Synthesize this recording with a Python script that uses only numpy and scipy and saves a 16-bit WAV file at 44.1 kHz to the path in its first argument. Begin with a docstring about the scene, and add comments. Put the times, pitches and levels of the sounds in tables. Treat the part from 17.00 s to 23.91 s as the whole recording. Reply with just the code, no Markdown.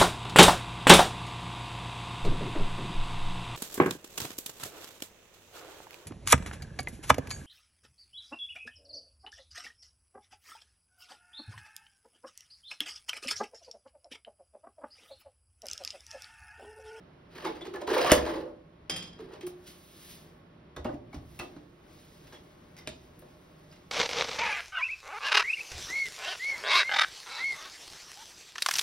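"""In a ventilated classroom a weight rattles down a tall plastic pipe, its impacts and friction exciting
the modes of wall and air column. At 1.1 s it slams onto a drink can, which buckles; at 1.9 s a metal pin
bounces and rings on the floor. The pipe is lifted off, humming, passed from hand to hand and leant on
the wall near 4 s. From 5.3 s can and weight are picked up, with clicks and a clack on the tiles.
All but the pipe's hum and the ventilation ring on in the room, heard through a phone's two close ports."""
import sys
import numpy as np
from scipy import signal
from scipy.fft import rfft, irfft, next_fast_len
from scipy.io import wavfile
from scipy.ndimage import map_coordinates

SR = 44100
rng = np.random.default_rng(int(sys.argv[2]) if len(sys.argv) > 2 else 0)


def to_wav(s):
    """Save 16-bit WAV."""
    ch = np.atleast_2d(s).T  # columns
    pcm = np.round(np.clip(ch, -1, 1) * 32767)  # PCM
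    wavfile.write(sys.argv[1], SR, pcm.astype(np.int16))


N = 304731

# modes of pipe wall and air column: (frequency [Hz], bandwidth [Hz], gain [dB])
PIPE_MODES = [(282, 86, -14.5), (344.8, 65, 0), (460, 51, -4), (509, 40, -5), (602, 25, -0.5),
              (704, 59, -6), (876, 150, -9), (1037, 54, -6), (1176, 130, -12.5), (1550, 330, -17.5),
              (1940, 180, -20.5)]
# spectrum of a hard contact: (frequency [Hz], gain [dB])
TICK_SPECTRUM = [(300, -4.5), (900, -7.5), (2000, -7.5), (3500, -7.5), (5500, -13), (8000, -15),
                 (11000, -36.5)]
# top treble of skin friction and contact snaps: (frequency [Hz], gain [dB])
TREBLE_SPECTRUM = [(5000, -42), (8000, -4.5), (12000, 1.5), (15500, -1.5)]


def amp(db):
    """Amplitude ratio of a level in dB."""
    return 10 ** (np.asarray(db) / 20)


def unit(x):
    """Normalisation to rms 1."""
    return x / np.sqrt(np.mean(x ** 2) + 1e-20)


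def along(points, hz):
    """Interpolation of (frequency [Hz], value) points on a log frequency axis."""
    f, v = np.transpose(points)
    return np.interp(np.log(hz + 1), np.log(f + 1), v)


def add(track, s, sound):
    """Superposition of a sound on a track at time s."""
    part = track[round(s * SR):][:len(sound)]
    part += sound[:len(part)]


def filtered(x, response):
    """Linear filtering: the spectrum of x times a complex frequency response."""
    m = next_fast_len(N + SR // 2)
    return irfft(rfft(x, m) * response(np.fft.rfftfreq(m, 1 / SR)), m)[..., :N]


def coloured(x, spectrum):
    """Zero-phase filtering by (frequency [Hz], gain [dB]) points."""
    return filtered(x, lambda hz: amp(along(spectrum, hz)))


def resonance(f, hz, width):
    """Response of a damped oscillator, gain 1 at its centre."""
    return 1j * f * width / (hz * hz - f * f + 1j * f * width)


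def pipe(x, modes=PIPE_MODES):
    """Forced vibration: x drives pipe modes of alternating sign."""
    return filtered(x, lambda f: sum((-1) ** k * amp(db) * resonance(f, hz, width)
                                     for k, (hz, width, db) in enumerate(modes)))


def gritty(rate_hz, depth_db):
    """Amplitude modulation: noise whose level wanders at random."""
    knots = rng.standard_normal(int(N * rate_hz / SR) + 4)
    wander = map_coordinates(knots, [np.arange(N) * rate_hz / SR])
    return amp(depth_db * wander) * rng.standard_normal(N)


def stroke(peak, rise, fall, db):
    """Exponential envelope: up 30 dB in rise seconds to a peak, down 30 dB in fall seconds."""
    t = np.arange(N) / SR - peak
    return amp(db - 30 * np.maximum(-t / rise, t / fall))


def burst(db, t60, rise=0.00082):
    """Broadband transient: noise that swells and decays exponentially."""
    t = np.arange(SR // 4) / SR
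    return amp(db - 60 * t / t60) * (1 - np.exp(-t / rise)) * rng.standard_normal(len(t))


def thump(db, hz, t60):
    """Impulse response of one damped mode."""
    t = np.arange(SR // 2) / SR
    return amp(db - 60 * t / t60) * np.sin(2 * np.pi * hz * t)


def ring(modes, db, drift, rise=0):
    """Free vibration of modes struck at random strengths; phases wander by drift radians a sample."""
    t = np.arange(SR // 3) / SR
    out = np.zeros(len(t))
    for hz, level, t60 in modes:
        envelope = amp(db + level + rng.normal(0, 1.5) - 60 * t / t60)
        out += envelope * np.sin(2 * np.pi * hz * t + drift * np.cumsum(rng.standard_normal(len(t))))
    return out * (1 - np.exp(-t / rise)) if rise else out


def ventilation():
    """Broadband flow noise, different at each port, with wavering narrow-band tones."""
    # rush of air: (frequency [Hz], spectral density [dB])
    rush_spectrum = [(20, 2.5), (40, 5.5), (80, 5.5), (160, -1), (330, 1.5), (600, -8), (1100, -11),
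                     (2000, -16), (3500, -23), (5500, -31.5), (8000, -49.5), (11500, -54), (15500, -61.5)]
    # fan tones: (frequency [Hz], level [dB])
    fan_tones = [(160, -60.5), (350, -69), (600, -69), (1095, -76)]
    flow = np.array([gritty(7, depth_db=2), gritty(2, depth_db=-1)])
    tones = sum(amp(db) * unit(filtered(rng.standard_normal(N), lambda f: resonance(f, hz, width=20)))
                for hz, db in fan_tones)
    return amp(-54) * unit(coloured(flow, rush_spectrum)) + tones


def room(x):
    """Diffuse reverberation: each port has its own noise tail, each frequency its own decay rate."""
    # reverberation time: (frequency [Hz], t60 [s])
    decay_times = [(100, 1), (400, 0.54), (1500, 0.23), (5000, 0.31), (12000, 0.15)]
    hz, t, noise = signal.stft(rng.standard_normal((2, SR)), SR, nperseg=256)
    tail = signal.istft(noise * amp(-60 * t / along(decay_times, hz)[:, None]), SR, nperseg=256)[1]
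    delayed = np.pad(x, (250, 0))
    return signal.fftconvolve(delayed[None], tail / np.linalg.norm(tail[0]), axes=1)[:, :N]


def rustle():
    """Friction noise: cloth hisses in the middle treble, dry skin on plastic at the top."""
    # hand strokes: (peak time [s], rise [s], fall [s], level [dB], top treble offset [dB])
    strokes = [(2.469, 0.007, 0.034, -44, -6.5), (2.679, 0.051, 0.14, -49.5, -12),
               (3.116, 0.75, 0.29, -51, -9.5), (3.93, .1, 0.096, -64, -22), (4.15, 0.03, 0.038, -55, -14.5),
               (4.36, 0.37, 0.2, -60, -11), (4.43, .05, 0.61, -64, -15.5), (4.95, 0.28, 2.5, -61.5, -13.5),
               (5.338, 0.48, 0.083, -72.5, -10.5), (5.73, 0.215, 0.17, -87, -8),
               (5.93, .05, 0.24, -66, -34), (6.04, 0.099, 0.088, -68.5, -10),
               (6.192, 0.0032, 0.025, -69, 7), (6.218, 0.34, 2.8, -70, -12.5),
               (6.72, 0.36, 0.81, -70.5, -20)]
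    # rubbing cloth: (frequency [Hz], spectral density [dB])
    cloth_spectrum = [(300, -58), (1100, -10.5), (2000, -8), (3500, -3.5), (5500, -7), (8000, -11),
                      (10000, -21.5)]
    cloth = unit(coloured(gritty(80, depth_db=1), cloth_spectrum))
    skin = unit(coloured(gritty(93, depth_db=1.5), TREBLE_SPECTRUM))
    cloth_gain = sum(stroke(s, rise, fall, db + 1) for s, rise, fall, db, _ in strokes)
    skin_gain = sum(stroke(s, rise, fall, db + top_db + 10.5) for s, rise, fall, db, top_db in strokes)
    return cloth_gain * cloth + skin_gain * skin


def booms():
    """Structure-borne sound: blows excite the low modes of floor and wall."""
    # floor and wall modes: (frequency [Hz], t60 [s])
    wall_modes = [(75, 0.19), (135, 0.23), (265, 0.06)]
    # blows: (time [s], level [dB], step to each higher mode [dB])
    thuds = [(3.77, -44, 1), (3.793, -48.5, -14.5), (3.853, -40, 15), (3.89, -43, 8), (3.941, -41, 9.5),
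             (4.144, -48.5, 14), (4.164, -38, -3), (4.19, -41, -1), (4.4, -44, 4), (4.566, -57.5, 20.5),
             (5.875, -43.5, 3), (5.908, -49, 2)]
    out = np.zeros(N)
    for s, db, step_db in thuds:
        for k, (hz, t60) in enumerate(wall_modes):
            # every blow lands elsewhere, so the modes shift a little
            add(out, s, thump(db + step_db * (k - 1), hz * rng.uniform(0.85, 1.14), t60))
    return out


def hums():
    """Driven resonance, then free decay: the hanging pipe's note builds until its dragging rim lets go."""
    # pipe notes: (time [s], level [dB], frequency [Hz], swell [s], t60 [s])
    notes = [(2.193, -37.5, 438.4, 0.02, 0.29), (2.433, -31, 358.5, .046, 0.64)]
    out, t = np.zeros(N), np.arange(SR // 2) / SR
    onset = np.clip(t / .004, 0, 1)
    for s, db, hz, swell, t60 in notes:
        shape = np.where(t < swell, .65 + .35 * t / swell, .4 * amp(-60 * (t - swell) / t60))
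        add(out, s, amp(db) * onset * shape * np.sin(2 * np.pi * hz * t))
    return out


def set_down():
    """Hard impact: the weight clacks on the tiles, edge first, and its shell rings briefly."""
    # contacts: (time [s], level [dB])
    contacts = [(5.8739, -23.5), (5.8800, -36), (5.89, -33.5), (5.91, -52)]
    # clack on tile: (frequency [Hz], gain [dB])
    clack_spectrum = [(300, 1), (800, -10), (1700, -1), (3000, 4.5), (5000, -4), (8000, -4), (15500, -29.5)]
    # modes of the shell: (frequency [Hz], level [dB], t60 [s])
    shell_modes = [(370.3, 5.5, 0.065), (640, 8.5, .04), (1740, 3.5, 0.034), (3040, -6, 0.045),
                   (3400, -15, 0.048), (4990, -6.5, 0.03)]
    clacks, shell = np.zeros((2, N))
    for s, db in contacts:
        add(clacks, s, burst(db + 5, 0.0063, rise=0.00022) + burst(db - 4.5, 0.04, rise=0.00032))
        add(shell, s, ring(shell_modes, db - 21.5, drift=0.073))
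    return coloured(clacks, clack_spectrum) + shell


def can_clicks():
    """Thin-shell vibration: the crushed can scrapes, clicks and rings."""
    # clicks of the wall: (time [s], level [dB], contact t60 [s])
    clicks = [(5.2679, -50.5, 0.07), (5.3276, -51, 0.13), (5.3456, -48, 0.046), (5.765, -41.5, 0.027),
              (5.776, -43, 0.032), (5.785, -36.5, 0.018), (5.794, -43, 0.024), (5.81, -53, 0.034),
              (6.723, -46.5, 0.047), (6.758, -51.5, 0.045)]
    # modes of the can: (frequency [Hz], level [dB], t60 [s])
    can_modes = [(2063, -6, 0.072), (3340, -19.5, 0.015), (4900, -4.5, 0.038), (5450, -3, 0.0405),
                 (6240, -4.5, .03)]
    ringing, cracks, snaps = np.zeros((3, N))
    for s, db, t60 in clicks:
        add(ringing, s, ring(can_modes, db - 5.5, drift=0.13, rise=0.0036))
        add(cracks, s, burst(db + 14, t60, rise=0.0041))
        add(snaps, s, burst(db - 11, 0.03, rise=.001))
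    return ringing + coloured(cracks, TICK_SPECTRUM) + coloured(snaps, TREBLE_SPECTRUM)


def pin_drop():
    """Inelastic bouncing: each weaker landing rings the pin's modes, and a low thump follows."""
    # landings: (time [s], level [dB], spectral tilt [dB/octave])
    bounces = [(1.8962, -30, 0), (1.962, -36.5, 2), (2.024, -43, -2), (2.0734, -54, -1), (2.13, -59, -4)]
    # modes of the pin: (frequency [Hz], level [dB], t60 [s])
    pin_modes = [(2234, -11, .12), (2540, -3, 0.04), (3185, 1, .1), (3250, -5, 0.27), (3425, -6, .09),
                 (4850, -11, .15), (4965, 4, 0.06), (5024, -6, 0.22), (5421, -9, 0.08), (5916, -10, .08),
                 (7003, -2, 0.07), (9200, -8, .06), (9330, -9, .06), (9711, -17, .08), (11480, -19, .09),
                 (11690, -19, 0.09), (12900, -28, .05), (13880, -28, 0.07)]
    ringing, cracks, snaps = np.zeros((3, N))
    for s, db, tilt_db in bounces:
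        modes = [(hz, level + tilt_db * np.log2(hz / 4000), t60) for hz, level, t60 in pin_modes]
        add(ringing, s, ring(modes, db, drift=.045, rise=.0015))
        add(snaps, s, burst(db - 14.5, .015, rise=0.00092))
        add(ringing, s + 0.0294, thump(db - 10.5, 175.6, 0.23))
        add(cracks, s, burst(db + 16, 0.037, rise=0.0022) + burst(db + 5.5, 0.25))
    return ringing + coloured(cracks, TICK_SPECTRUM) + coloured(snaps, TREBLE_SPECTRUM)


def rattles():
    """Air-column resonance gives each bump a hollow note; a catching edge chirps roughly."""
    # notes of the air column: (time [s], level [dB], frequency [Hz], t60 [s])
    notes = [(.451, -36.5, 356, .25), (0.463, -30, 324, .2), (.566, -42.5, 400, .1), (.607, -42.5, 357, .1),
             (.674, -38, 353.6, .4), (0.742, -33, 399, .08), (.764, -37, 345, .15), (.817, -34, 600, .15),
             (.818, -36, 346, .2), (0.867, -33.5, 408, 0.073), (0.877, -26.5, 397, .1),
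             (.898, -22, 405, .1), (.916, -21, 435, .08), (0.926, -23, 411, .12), (.952, -25, 445, .1),
             (1.004, -27.5, 608, .1), (1.013, -23, 709, .06), (1.031, -28.5, 477, .08),
             (1.044, -17.5, 714, .06), (1.053, -20, 630, .05), (1.071, -21.5, 703, .08),
             (1.134, -18, 540, .1), (1.148, -27, 580, .1), (1.174, -25.5, 492, .2), (1.284, -33, 330, .2),
             (1.295, -35, 611, .2), (1.32, -30.5, 433.6, .2), (1.352, -31, 322.4, .2),
             (1.375, -35, 558, .25), (1.42, -36, 509.5, 0.34), (1.46, -38.5, 584.6, .3),
             (3.772, -42.5, 592, .15), (3.852, -27.5, 585, 0.067), (3.897, -37, 600, 0.079),
             (4.397, -38, 341.5, 0.22), (4.411, -47, 503, 0.099)]
    # chirps of the edge: (time [s], duration [s], level [dB], frequency [Hz])
    chirps = [(0.387, 0.027, -46, 900), (0.443, 0.016, -36, 1063), (.456, 0.032, -30.5, 844),
              (0.45, 0.044, -41, 2200), (.458, .03, -42, 3600), (0.61, 0.024, -42, 3454),
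              (0.749, .03, -38, 1754), (0.812, 0.032, -39.5, 1000), (0.896, 0.022, -32, 1695),
              (0.979, 0.019, -31, 2185), (.98, .025, -35, 1404), (1.003, .03, -40, 3870),
              (1.012, 0.028, -34.5, 5000), (1.06, .04, -27, 1185), (1.064, 0.02, -34, 2300),
              (1.109, 0.0072, -20, 3100), (3.765, 0.0053, -38, 3600), (3.766, 0.041, -51, 1998),
              (3.854, 0.027, -46, 2765), (3.93, .015, -54, 2000), (4.125, 0.022, -49.5, 2279),
              (4.391, 0.05, -53, 2648), (4.393, 0.038, -48.5, 1996), (4.407, 0.022, -45, 1217),
              (5.334, 0.058, -53, 3340), (5.8, 0.045, -58, 2056), (5.863, 0.012, -49, 2966),
              (6.712, 0.011, -55.5, 5025)]
    out, t = np.zeros(N), np.arange(SR // 3) / SR
    for s, db, hz, t60 in notes:
        add(out, s, ring([(hz, 0, t60)], db, drift=0.027, rise=0.0019))
    for s, length, db, hz in chirps:
        arch = np.sin(np.pi * np.clip(t / length, 0, 1))
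        add(out, s, ring([(hz, 0, .4)], db, drift=.1) * arch)
    return out


def falling(db, db_per_s):
    """Exponential gain during the free fall, as the weight speeds up and the air column shortens."""
    start_s, landing_s, attack_s = .866, 1.112, 0.014
    t = np.arange(N) / SR - start_s
    gate = np.clip(t / attack_s, 0, 1) * (t < landing_s - start_s)
    return amp(db + db_per_s * np.clip(t, 0, 1)) * gate


def slide():
    """Sliding friction drives the low and high modes of the pipe unevenly and hisses out of its ends."""
    # friction strokes, the weight on the wall until 1.5 s, then the pipe lifted off from 2.2 s: (peak time [s],
    # duration [s], scrape [dB], tone [dB], high over low modes [dB])
    rubs = [(0.357, 0.22, -46, -45.5, -8.5), (0.423, 0.29, -44.5, -55.5, 1), (0.453, 0.089, -40.5, -34, -1),
            (0.555, 0.068, -52, -55, -6.5), (0.632, 0.051, -51, -46.5, -8),
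            (0.657, 0.048, -44.5, -42, -6.5), (0.702, 0.085, -62.5, -55.5, -9.5),
            (0.745, 0.068, -41.5, -37.5, -3), (0.811, 0.038, -44, -49.5, -2),
            (0.988, 0.028, -37.5, -50.5, -3), (1.02, 0.04, -31.5, -38, 9.5), (1.096, 0.077, -36, -43, 4.5),
            (1.119, 0.09, -41, -24, -1), (1.197, 0.2, -36.5, -41, 2.5), (1.282, 0.17, -37, -44.5, 9.5),
            (1.369, 0.14, -53.5, -37.5, -4.5), (1.462, 0.084, -75, -51.5, -0.5),
            (2.207, 0.27, -54.5, -48.5, -15), (2.288, 0.12, -62, -56.5, 8), (2.335, 0.14, -54.5, -48, -7),
            (2.427, 0.058, -48.5, -50, -17)]
    # friction hiss: (frequency [Hz], spectral density [dB])
    scrape_spectrum = [(500, -26.5), (1100, -2.5), (1500, -5), (2000, -9.5), (3500, -5), (5500, -17),
                       (8000, -23), (11500, -25), (15500, -26)]
    # resonances in the hiss: (frequency [Hz], bandwidth [Hz], gain [dB])
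    scrape_modes = [(1790, 410, -1.5), (3514, 440, 3.5), (4940, 350, -5.5)]
    scrape_gain, low_gain, high_gain = falling(-35.5, 20), falling(-32, -38.5), falling(-35.5, 30)
    for s, length, scrape_db, tone_db, high_db in rubs:
        rise, scrape_fall, tone_fall = 0.36 * length, 0.95 * length, 1.19 * length
        scrape_gain += stroke(s, rise, scrape_fall, scrape_db)
        low_gain += stroke(s, rise, tone_fall, tone_db)
        high_gain += stroke(s, rise, tone_fall, tone_db + high_db)
    low = unit(pipe(gritty(45, depth_db=5), PIPE_MODES[:3]))
    high = unit(pipe(gritty(90, depth_db=5.5), PIPE_MODES[3:]))
    hiss = coloured(gritty(130, depth_db=3.5), scrape_spectrum)
    return low_gain * low + high_gain * high + scrape_gain * unit(hiss + pipe(hiss, scrape_modes))


def knocks():
    """Impact excitation: each contact ticks at the pitch of its spot, snaps and shakes the plastic."""
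    # knocks of pipe and weight: (time [s], level [dB], body offset [dB], snap offset [dB], pitch [Hz])
    contacts = [(0.377, -40.5, -7, -19, 860), (0.4483, -31.5, -5.5, -11.5, 900),
                (0.4577, -38.5, -8, -10.5, 810), (0.555, -48, 6, -9.5, 990),
                (0.6087, -40.5, -0.5, -25.5, 2000), (0.6516, -39, -10, -16.5, 790),
                (0.6674, -37.5, -11, -17.5, 800), (0.738, -37.5, -2, -12.5, 1310), (0.758, -39, 5, 0, 1360),
                (0.8145, -35, 2.5, -11.5, 1006), (0.8741, -30.5, 5, -10, 810), (0.9024, -27, 1, -12, 815),
                (0.9287, -28.5, -7, -16.5, 724), (0.9557, -35.5, -2.5, -11, 1010),
                (0.9797, -23, -16, -4.5, 1260), (1.0122, -24, -11, -13, 1910),
                (1.0681, -25, -11, -13.5, 1110), (1.045, -23, -3, -13.5, 830),
                (1.2614, -30.5, 2.5, -16, 1672), (2.188, -46, -1.5, -24, 1283),
                (2.3353, -41, -3, -20.5, 1017), (2.4091, -36, -25, -8, 3200), (2.4664, -42, -2, 8.5, 1143),
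                (3.7626, -36.5, 0.5, -8.5, 1195), (3.7658, -37.5, 0.5, -10, 1136),
                (3.8448, -35.5, 6, -7, 2220), (3.8526, -41, 11.5, -13.5, 1090),
                (3.8901, -51, 18, -14.5, 960), (3.941, -50.5, 0, -5, 870), (4.129, -44.5, 4, -11, 2280),
                (4.143, -39, -4.5, -9, 824), (4.39, -32, -11, 0, 2670), (4.3948, -28.5, -2.5, -6.5, 2696),
                (4.4118, -40, -6.5, -13, 1210), (4.5629, -47, -2, -23, 1516),
                (5.3235, -42, -2.5, -14, 1720), (6.2181, -53, 4.5, -5, 985)]
    rise_s = .0018
    ticks, snaps, shakes = np.zeros((3, N))
    for s, db, body_db, snap_db, spot_hz in contacts:
        add(ticks, s + rise_s, ring([(spot_hz, 0, .04)], db + 1, drift=0.11))
        add(ticks, s, burst(db + 8.5, 0.043, rise_s))
        add(snaps, s, burst(db + snap_db, 0.0096, 0.00055) + burst(db + snap_db + 2, 0.0044, 0.00036))
        add(shakes, s, burst(db + body_db + 22.5, 0.063, rise_s))
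    return coloured(ticks, TICK_SPECTRUM) + coloured(snaps, TREBLE_SPECTRUM) + pipe(shakes)


def slam():
    """Buckling under impact: the can folds crease by crease as the floor is pushed and the pipe booms."""
    # the landing: (time [s], push [dB], pipe [dB], crush [dB])
    landing = [(1.1169, -5.5, -9, -9.5)]
    # noise of the collapse: (frequency [Hz], gain [dB])
    crush_spectrum = [(200, -12.5), (1000, -1), (2000, -1), (3500, -8), (5500, -4.5), (8000, -4),
                      (15500, -14)]
    # creases of the can wall: (time [s], level [dB])
    creases = [(1.1106, -24), (1.1181, -17), (1.1237, -26), (1.132, -27), (1.152, -28.5), (1.178, -31)]
    # modes of the folding can: (frequency [Hz], level [dB], t60 [s])
    fold_modes = [(813, -11, 0.11), (1048, -10, 0.14), (1217, -3, 0.068), (1730, -7, 0.14),
                  (1870, -2, 0.043), (2930, -6.5, 0.077), (3430, -9.5, .12), (4420, -12, .04),
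                  (4810, -14.5, 0.1)]
    # noise of a crease: (frequency [Hz], gain [dB])
    crumple_spectrum = [(500, -13), (1500, 0.5), (3200, -3), (4500, -16.5), (12000, -28)]
    push, shake, crush, folds, crumple = np.zeros((5, N))
    for s, push_db, pipe_db, crush_db in landing:
        add(push, s + .003, thump(push_db - 1, 340, .035) + thump(push_db, 615, .06))
        add(push, s + 0.0027, thump(push_db - 16, 501, 0.34) + thump(push_db - 18.5, 76, 0.19))
        add(shake, s, burst(pipe_db + 10, 0.16, rise=0.0049))
        crack = burst(crush_db + 17, .007, rise=0.00058)
        add(crush, s + .0006, crack + burst(crush_db - 3, 0.16))
    for s, db in creases:
        add(folds, s, ring(fold_modes, db, drift=0.13))
        add(crumple, s, burst(db + 8, 0.02))
    return folds + push + pipe(shake) + coloured(crush, crush_spectrum) + coloured(crumple, crumple_spectrum)


def scene():
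    """Superposition of direct sound, reverberation and ventilation at the two ports."""
    blow, rubbing, hits = slam(), slide() + rustle(), knocks()
    bumps, metal = booms() + rattles(), pin_drop() + can_clicks()
    sends_db = [(blow, -10), (rubbing, -7), (hits, -2), (bumps, -7), (metal, -1.5)]
    reverberation = sum(amp(db) * room(source) for source, db in sends_db)
    clack = set_down()
    reverberation += amp(-5.5) * room(clack)
    direct = blow + amp(-4) * rubbing + hits + bumps + metal + clack + hums()
    return direct + reverberation + ventilation()


def record(dry):
    """Coherence of close ports: they share bass and top treble; deep bass rolls off, peaks saturate."""
    # gain of the ports' difference over their sum: (frequency [Hz], gain [dB])
    apart = [(60, -28.5), (250, -19.5), (600, -4.5), (1200, -5), (2000, -10), (3500, -3.5), (5500, -16),
             (8000, -32), (11000, -12.5), (14000, -26)]
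    # left port over right: (frequency [Hz], gain [dB])
    balance = [(60, -0.5), (400, -1.5), (1000, -0.85), (2000, -0.6), (5000, -1), (9000, 0.9)]
    # lead of the left port: (frequency [Hz], phase [rad])
    lead = [(0, 0), (2000, 0), (3000, 1.1), (5500, .8), (6800, 2.8), (8100, 3.5), (9600, 5.9), (11300, 6.8),
            (13000, 9.1), (14300, 9.7), (16000, 12.2)]
    bass_hz, top_hz, ceiling = 32, 15800, .92
    common = filtered(dry[0] + dry[1], lambda hz: .5 / np.hypot(1, amp(along(apart, hz))))
    own = filtered(dry[0] - dry[1], lambda hz: 1 / np.hypot(1, amp(-along(apart, hz))))
    side = np.array([[.5], [-.5]])
    tilt = lambda hz: amp(side * along(balance, hz))
    phase = lambda hz: np.exp(1j * side * np.interp(hz, *np.transpose(lead)))
    bass_cut = lambda hz: (1j * hz / (bass_hz + 1j * hz)) ** 2
    ports = filtered(np.array([common + own, common - own]), lambda hz: tilt(hz) * phase(hz) * bass_cut(hz))
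    rounded = ports / (1 + np.abs(ports / ceiling) ** 4) ** (1 / 4)
    return filtered(rounded, lambda hz: hz < top_hz)


dry = scene()
out = record(dry)
to_wav(out)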